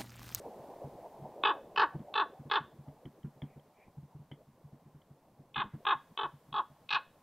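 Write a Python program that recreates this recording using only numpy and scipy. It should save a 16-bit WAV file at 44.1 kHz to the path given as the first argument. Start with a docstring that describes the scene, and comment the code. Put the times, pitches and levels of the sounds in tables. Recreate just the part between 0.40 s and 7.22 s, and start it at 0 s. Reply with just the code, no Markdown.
"""Outdoors, under a raven: two runs of short harsh calls, four and then five, each with a faint echo.
Each call is a click and three throbs of the syrinx: pulses and puffs of air pass through throat and rasp
resonances, a third harmonic whistles between throbs, and the pitch slides down at the end.
Close by, hands bump the camera (decaying low modes and dull noise) and its housing ticks (filtered bursts).
Behind lie a fading wash of distant wind, a rumble, a few thin far-off cries and a hiss, all shaped noise."""
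import sys
import numpy as np
from scipy import signal
from scipy.fft import rfft, irfft, next_fast_len
from scipy.io import wavfile
from scipy.ndimage import uniform_filter1d, map_coordinates

SR = 44100
rng = np.random.default_rng(int(sys.argv[2]) if len(sys.argv) > 2 else 0)


def master(y):
    """Save y as 16-bit WAV."""
    cut = np.clip(np.atleast_2d(y).T, -1, 1)
    pcm = np.round(cut * 32767)  # scale
    wavfile.write(sys.argv[1], SR, pcm.astype(np.int16))


N = 300877  # length in samples

# The raven's calls. Each row: first throb in seconds, throb period in seconds, pitch in Hz,
# voice level in dB before a 4 dB cut, rasp level in dB before a 5 dB cut, chest gain in dB,
# open-beak gain in dB, edge gain of the rasp in dB, lead-in gain in dB, lead-in rasp gain in dB,
# swell in dB per throb, harshest moment in seconds after the first throb.
CALLS = [(1.051, .02, 427.7, -27.5, -32.5, 6, 1, -4.5, 2.5, 3.5, -2, .003),
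         (1.376, .021, 433.7, -25.3, -35.5, 4, 4.5, 8.5, -9.5, -3, 1, .003),
         (1.755, 0.022, 435.7, -29, -36.5, 3.5, 1, -6.5, -9, 1.5, 0, .012),
         (2.114, 0.021, 429.3, -29.5, -35.5, 4, 3.5, 0, -12, -11.5, 0.5, .003),
         (5.159, 0.021, 423.7, -34.5, -40, -2, 2, -23, -22.5, -7, -0.5, 0.027),
         (5.467, .021, 419.4, -28, -36.5, -1, 0.5, -32, -7, -7.5, 0, 0.0134),
         (5.79, .0215, 429.8, -34.8, -41, 5.5, -3.5, -30, -3.5, 5, -0.5, .003),
         (6.142, .02, 422.6, -32, -45, -2.5, -10.5, -10.5, -14, -2, -0.5, .022),
         (6.506, 0.021, 423.6, -32.5, -33, -7.5, 4.5, 4.5, -16, -6, 2.5, 0.008)]

# One throb of the syrinx: it tightens, holds and slackens.
ATTACK_S, HOLD_S, RELEASE_S = 0.0022, 0.008, 0.006
# A slack syrinx croaks and rasps less and whistles more; the croak and rasp dips fill with each throb.
CROAK_DIP_DB, RASP_DIP_DB, WHISTLE_DIP_DB = 9, 8, 10.5
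DIP_FILL_DB, WHISTLE_GROWS_DB = 4, 0.5  # per throb
# The rasp falls during each throb, and also on both sides of the call's harshest moment.
RASP_DROP_DB_PER_S, RASP_ARCH_DB_PER_S = 399, 101
# Once the last throb's period is over, croak, rasp and whistle fade.
CROAK_FADE_DB_PER_S, RASP_FADE_DB_PER_S, WHISTLE_FADE_DB_PER_S = 801, 351, 997.5
# Share of the pitch lost when slack, share lost in the closing slide, and time constant of that slide.
SAG, SLIDE, SLIDE_S = 0.145, 0.21, 0.006
WAVER, WAVER_S = 0.014, 0.012  # unsteady pitch: rms share, time between turns
# The lead-in: a click ahead of the first throb that sinks to a murmur.
LEAD_S, LEAD_RISE_DB_PER_S, LEAD_FALL_DB_PER_S = 0.0145, 8500.5, 2600.5
MURMUR_DB, LEAD_WHISTLE_DB = -17, -5.5
# The beak is widest in mid-call: time after the first throb, half width,
# and the edge of the rasp gained when wide and lost when narrow.
GAPE_AT_S, GAPE_S, WIDE_DB, NARROW_DB = 0.025, 0.029, 5.5, 4
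# Faint nudges: low-mode peak at the start, its spread either way, and how it grows.
NUDGE_DB, NUDGE_SPREAD_DB, NUDGE_GROWTH_DB_PER_S = -51.5, 5.5, 0.06
NUDGE_KNOCK_DB = -10.5  # before the lift all knocks get
KNOCK_LIFT_DB = 8.5
TOP_HZ = 15750  # upper band limit of the camera


def amp(db):
    """Decibels to gain."""
    return 10 ** (np.asarray(db) / 20)


def unit(x):
    """Scaled to rms 1."""
    return x / np.sqrt(np.mean(x ** 2) + 1e-20)


def along(points, hz):
    """(Hz, value) points read on a log frequency axis."""
    f, v = np.transpose(points)
    return np.interp(np.log(hz + 1), np.log(f + 1), v)


def wobble(rate):
    """A smooth random curve, rate knots a second."""
    knots = rng.standard_normal(int(N * rate / SR) + 4)
    coarse = np.arange(0, N, 64)
    curve = map_coordinates(knots, [coarse * rate / SR])
    return np.interp(np.arange(N), coarse, curve)


def coloured(x, points):
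    """x through a causal minimum-phase filter with the gain of the (Hz, dB) points."""
    n = x.shape[-1]
    m = 2 * next_fast_len(n)
    gain = amp(along(points, np.fft.rfftfreq(m, 1 / SR)))
    # folding the cepstrum onto positive times makes the filter causal
    cepstrum = irfft(np.log(gain), m)
    cepstrum[1:m // 2] *= 2
    cepstrum[m // 2 + 1:] = 0
    response = np.exp(rfft(cepstrum))
    return irfft(rfft(x, m) * response, m)[..., :n]


def noise(points):
    """Noise of rms 1 with the colour of the (Hz, dB) points."""
    m = next_fast_len(N, real=True)
    gain = amp(along(points, np.fft.rfftfreq(m, 1 / SR)))
    return unit(irfft(rfft(rng.standard_normal(m)) * gain, m)[:N])


def patchy(x, depth_db):
    """x with smooth random gains over time and frequency, scaled to rms 1."""
    z = signal.stft(x, nperseg=512)[2]
    field = rng.standard_normal(z.shape)
    field = uniform_filter1d(field, size=5, axis=0)
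    field = uniform_filter1d(field, size=7, axis=1)
    return unit(signal.istft(z * amp(depth_db * unit(field)), nperseg=512)[1][:N])


def air():
    """Lumpy distant wind dies down over an uneven rumble and a hiss that is wide in the treble."""
    # Colours of the wind, the rumble and the hiss. Each row: frequency in Hz, gain in dB.
    wind_colour = [(15, -27), (30, -10), (55, -12.5), (140, -9), (300, 0.5), (550, 5.5), (750, 3.5),
                   (900, 0.5), (1020, -7), (1300, -32), (2200, -30.5), (8000, -72)]
    rumble_colour = [(20, -9), (55, -17), (90, -6.5), (145, -2), (250, -6), (500, -23), (1500, -62.5)]
    hiss_colour = [(20, 9), (150, 11), (700, 15), (1050, 22.5), (1300, 13), (2500, 5), (4000, 2.5),
                   (7000, -0.5), (11000, -1), (14000, 0.5), (15700, -2.5)]
    # Wind level. Each row: time in seconds, level in dB before a 2 dB lift.
    wind_course = [(0.0, -48.5), (0.74, -53), (0.85, -50.5), (1.56, -56), (2.55, -66), (3.84, -71.5),
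                   (5.15, -70.5), (5.3, -69.5), (6.82, -70.5)]
    # Hiss level. Each row: time in seconds, level in dB before a 9 dB lift (middle) or 1.5 dB cut (sides).
    hiss_course = [(0.0, -73), (1.12, -77.5), (3.06, -81), (3.48, -82), (5.19, -83.5), (5.43, -78.5),
                   (6.82, -79.5)]
    t = np.arange(N) / SR
    wind_db = np.interp(t, *np.transpose(wind_course))
    hiss_db = np.interp(t, *np.transpose(hiss_course))
    wind = amp(wind_db + 2.0 + 0.66 * wobble(11)) * patchy(noise(wind_colour), depth_db=4.0)
    rumble = amp(-71 + 4 * wobble(25)) * noise(rumble_colour)
    hiss = amp(hiss_db + 9.0) * noise(hiss_colour)
    # white noise of opposite sign left and right
    side = amp(hiss_db - 1.5) * rng.standard_normal(N)
    return wind + rumble + hiss + np.array([side, -side])


def nudges(count=18):
    """Faint shifts of the grip, loosely spread in time: rows like those of the firm bumps."""
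    chance = rng.random((count, 2))
    times = (np.arange(count) + chance[:, 0]) / count * (N / SR - 0.1) + 0.05
    levels = NUDGE_DB + NUDGE_GROWTH_DB_PER_S * times + NUDGE_SPREAD_DB * (2 * chance[:, 1] - 1)
    return [(s, db, NUDGE_KNOCK_DB) for s, db in zip(times, levels)]


def bumps():
    """Soft pushes of the hand swell in the camera body's low modes, with a dull rubbing knock."""
    # Firm bumps. Each row: time in seconds (onset 6 ms earlier), low-mode peak in dB,
    # knock relative to it in dB before the knock lift.
    firm = [(0.445, -39, -10.5), (0.817, -44.5, -14), (1.548, -36.5, -8), (1.595, -43, -5.5),
            (1.995, -42, -13.5), (2.055, -43.5, -10.5), (2.201, -45, -14), (2.389, -44, -15),
            (2.477, -39, -14.5), (2.654, -42.5, -7.5), (2.843, -35, -13), (3.025, -36, -10.5),
            (3.574, -39.5, -20), (3.628, -46.5, -19.5), (3.751, -42.5, -18), (3.795, -43, -21),
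            (3.914, -41.5, -11), (4.243, -45.5, -25.5), (4.458, -50.5, -13.5), (4.705, -48, -16),
            (5.172, -41, -8.5), (5.24, -51.5, 2), (5.336, -40, -9), (5.934, -47, -19), (6.121, -48.5, -9.5),
            (6.302, -52.5, -13)]
    # Modes of the camera body. Each row: frequency in Hz, 60 dB decay time in seconds, level in dB.
    body_modes = [(143.2, 0.12, 1.5), (86, 0.089, -9)]
    # Colour of the knock. Each row: frequency in Hz, gain in dB.
    knock_colour = [(20, -12.5), (60, -14), (120, -10), (220, 3), (320, -6), (600, -27.5), (1500, -32),
                    (4000, -60.5)]
    out = np.zeros(N + SR)
    t = np.arange(SR // 7) / SR
    swell = 1 - np.exp(-(t / 0.012) ** 2)
    for s, db, knock_db in list(firm) + nudges():
        ring = np.zeros(len(t))
        for hz, t60, level_db in body_modes:
            detuned_hz = hz * rng.normal(1, 0.0053)
            ring += amp(level_db - 60 * t / t60) * np.sin(2 * np.pi * (detuned_hz * t + rng.random()))
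        ring *= swell
        knock = coloured(rng.standard_normal(len(t)) * swell * amp(-60 * t / 0.1), knock_colour)
        ring /= np.abs(ring).max()
        knock *= amp(knock_db + KNOCK_LIFT_DB) / np.abs(knock).max()
        out[round((s - 0.006) * SR):][:len(t)] += amp(db) * (ring + knock)
    return out[:N]


def lead_in(t):
    """Gains of the opening click and of the soft whistle that bridges to the first throb."""
    since = t + LEAD_S
    gate = amp(LEAD_RISE_DB_PER_S * np.minimum(since, 0)) * (t < 0)
    sinking_db = np.maximum(-LEAD_FALL_DB_PER_S * np.maximum(since, 0), MURMUR_DB)
    return gate * amp(sinking_db), gate * amp(LEAD_WHISTLE_DB)


def effort(t, period, count=3):
    """Throb number, its age, tightness of the syrinx (0-1), and time since the last throb's period."""
    number = np.clip(np.floor((t + ATTACK_S) / period), 0, count - 1)
    age = t - number * period
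    tight = np.interp(age, [-ATTACK_S, 0, HOLD_S, HOLD_S + RELEASE_S], [0, 1, 1, 0])
    return number, np.maximum(age, 0), tight, np.maximum(t - count * period, 0)


def waver(t):
    """A small random drift of the pitch, as a factor."""
    turn = (t - t[0]) / WAVER_S
    knots = rng.standard_normal(size=64)
    return 1 + WAVER * np.interp(turn, np.arange(len(knots)), knots)


def pulses(phase, jitter, scatter_db):
    """One sharp pulse per cycle of phase, each a little off in time and size."""
    cycles = np.arange(1, int(phase[-1]))
    chance = rng.standard_normal((len(cycles), 2))
    at = np.interp(cycles + jitter * chance[:, 0], phase, np.arange(len(phase)))
    # a windowed sinc places each pulse between samples
    taps = np.floor(at)[:, None] + np.arange(-7, 9)
    offset = taps - at[:, None]
    shape = np.sinc(offset) * np.cos(np.pi * offset / 16) ** 2
    sized = shape * amp(scatter_db * chance[:, 1:])
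    index = np.clip(taps, 0, len(phase) - 1).astype(int)
    return np.bincount(index.ravel(), sized.ravel(), len(phase))


def scattered(x):
    """Things near the camera smear short waves over a few milliseconds."""
    t = np.arange(SR // 100) / SR
    spray = rng.standard_normal(len(t)) * np.exp(-t / 0.002)
    return x + 0.6 * signal.fftconvolve(x, spray / np.linalg.norm(spray))[:len(x)]


def caw(t, period, pitch_hz, level_db, rasp_db, chest_db, beak_db, edge_db,
        lead_db, lead_rasp_db, swell_db, harshest_s):
    """Throbs are high and harsh; between them the pitch sags and the third harmonic whistles through."""
    # Lower throat and upper rasp resonances. Each row: frequency in Hz, gain in dB.
    throat_colour = [(150, -53), (300, -19.5), (420, -20.5), (600, -19), (740, -16), (870, -5.5),
                     (990, -2.5), (1120, -1.5), (1290, -10.5), (1480, -10), (1700, -11), (1900, -23),
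                     (2300, -32.5), (3200, -64.5)]
    rasp_colour = [(1500, -48), (2000, -9), (2300, -14), (2590, 0.5), (2780, -6.5), (3000, -1.5),
                   (3200, -5), (3450, 1), (3850, -5), (4300, -13.5), (5000, -29.5), (5700, -37),
                   (7000, -58), (10000, -81.5)]
    number, age, tight, after = effort(t, period)
    slack = 1 - tight
    click, bridge = lead_in(t)

    # gains of the croak, the rasp and the whistle
    swell = amp(swell_db * (number - 0.5)) * (t > -ATTACK_S)
    force = swell * amp(slack * (DIP_FILL_DB * number - CROAK_DIP_DB) - CROAK_FADE_DB_PER_S * after)
    waning_db = RASP_DROP_DB_PER_S * age + RASP_FADE_DB_PER_S * after
    waning_db += RASP_ARCH_DB_PER_S * np.abs(t - harshest_s)
    harsh = swell * amp(slack * (DIP_FILL_DB * number - RASP_DIP_DB) - waning_db)
    whistle_db = WHISTLE_GROWS_DB * number - WHISTLE_DIP_DB * tight - WHISTLE_FADE_DB_PER_S * after
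    whistle = swell * (t > 0) * amp(whistle_db)

    slide = SLIDE * (1 - np.exp(-after / SLIDE_S))
    phase = np.cumsum(pitch_hz * waver(t) * (1 - SAG * slack - slide)) / SR
    beats = unit(pulses(phase, jitter=0.014, scatter_db=2))
    # air rushes through once in each cycle
    puffs = unit(rng.standard_normal(len(t)) * (1 + np.cos(2 * np.pi * phase)))

    croak = coloured((beats + 0.28 * puffs) * (force + amp(lead_db) * click), throat_colour)
    tone = np.cos(2 * np.pi * 3 * phase) * (whistle + amp(min(lead_db, 0)) * bridge)
    # a wider beak lets out more above the main resonance
    mouth = [(450, chest_db), (800, -1), (1250, 1.5), (1650, beak_db), (2200, beak_db), (5000, -42.5)]
    voice = coloured(unit(croak) + amp(-8) * unit(tone), mouth)

    # the rasp falls apart into noise towards the end of the call
    noisy = np.interp(t / period, [2, 3], [0.7, 1.2])
    rasp = coloured((beats + noisy * puffs) * (harsh + amp(lead_rasp_db) * click), rasp_colour)
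    # the opening beak crossfades from a narrow to a wide filter and back
    gape = np.exp(-((t - GAPE_AT_S) / GAPE_S) ** 2)
    shaped = np.zeros(len(t))
    for share, more_db in [(gape, WIDE_DB), (1 - gape, -NARROW_DB)]:
        opening = [(2400, beak_db), (3100, -0.019), (3700, -0.33), (5000, edge_db + more_db)]
        shaped += coloured(rasp * share, opening)
    return amp(level_db - 4.0) * unit(voice) + amp(rasp_db - 5.0) * unit(scattered(shaped))


def raven():
    """All the calls, each starting with its lead-in click just before the first throb."""
    out = np.zeros(N)
    early = SR // 40
    t = (np.arange(SR // 5) - early) / SR
    for s, *call in CALLS:
        out[round(s * SR) - early:][:len(t)] += caw(t, *call)
    return out


def echo(x):
    """Ground and trees scatter a faint tail, drawn afresh for each call."""
    # Decay of the echo. Each row: frequency in Hz, 60 dB decay time in seconds.
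    decay = [(200, 0.13), (1200, 0.21), (3500, 0.36), (8000, 0.23)]
    out = np.zeros(N + SR)
    for s, *_ in CALLS:
        start = round(s * SR) - SR // 40
        hz, t, z = signal.stft(rng.standard_normal(SR // 2), SR, nperseg=256)
        # the tail builds up over some 14 ms and dies away at its own rate in each band
        envelope = amp(-60 * t / along(decay, hz)[:, None]) * (1 - np.exp(-t / 0.014))
        tail = signal.istft(z * envelope, SR, nperseg=256)[1]
        answer = signal.fftconvolve(x[start:start + SR // 5], tail / np.linalg.norm(tail))
        out[start:start + len(answer)] += answer
    return out[:N]


def ticks():
    """Small dry clicks of the housing: noise bursts with a fast decay and a weak slower one."""
    # Ticks of the camera housing. Each row: start in seconds, peak in dB before a 2 dB lift.
    tick_rows = [(1.5923, -64), (2.4841, -64.5), (2.6547, -50.5), (2.831, -59.5), (3.019, -42),
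                 (3.1961, -65), (3.9144, -44), (4.6165, -64)]
    # Colour of a tick in the housing. Each row: frequency in Hz, gain in dB.
    housing_colour = [(200, -21), (400, 3.5), (900, 0.5), (1400, -9.5), (2100, 7), (2700, -18), (3050, 9.5),
                      (3400, 7.5), (3850, -30), (6000, -37.5)]
    out = np.zeros(N)
    t = np.arange(SR // 10) / SR
    envelope = amp(-60 * t / 0.015) + amp(-19 - 60 * t / 0.14)
    for s, db in tick_rows:
        click = coloured(rng.standard_normal(len(t)) * envelope, housing_colour)
        out[round(s * SR):][:len(t)] += amp(db + 2.0) * click / np.abs(click).max()
    return out


def cries():
    """Something far away calls thinly, blurred to a narrow band of noise."""
    # Far-off cries. Each row: middle in seconds, half length in seconds, pitch in Hz, level in dB.
    cry_rows = [(3.11, .06, 2430, -75), (3.421, 0.057, 2380, -70), (5.335, 0.039, 2130, -74.5)]
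    t = np.arange(N) / SR
    out = np.zeros(N)
    for s, half, hz, db in cry_rows:
        band = [(hz / 2, -40), (hz * 0.75, -9), (hz, 0), (hz * 1.111, -14), (hz * 2, -70)]
        out += amp(db) * np.exp(-((t - s) / half) ** 2) * noise(band)
    return out


def scene():
    """The bird and the handling sit in the centre; the long way through the air dulls the echo."""
    # Colour of the echo. Each row: frequency in Hz, gain in dB.
    far_colour = [(400, 8), (850, 3.5), (1120, 2), (1600, 2.5), (2100, -0.5), (2700, -7), (3700, -7),
                  (7000, -6.5)]
    bird = raven()
    distant = amp(-18.0) * coloured(echo(bird), far_colour)
    return bird + distant + bumps() + ticks() + cries() + air()


def record(dry):
    """The camera keeps nothing above its band limit."""
    m = next_fast_len(N + SR // 2)
    kept = np.fft.rfftfreq(m, 1 / SR) < TOP_HZ
    return irfft(rfft(dry, m) * kept, m)[..., :N]


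dry = scene()
out = record(dry)
master(out)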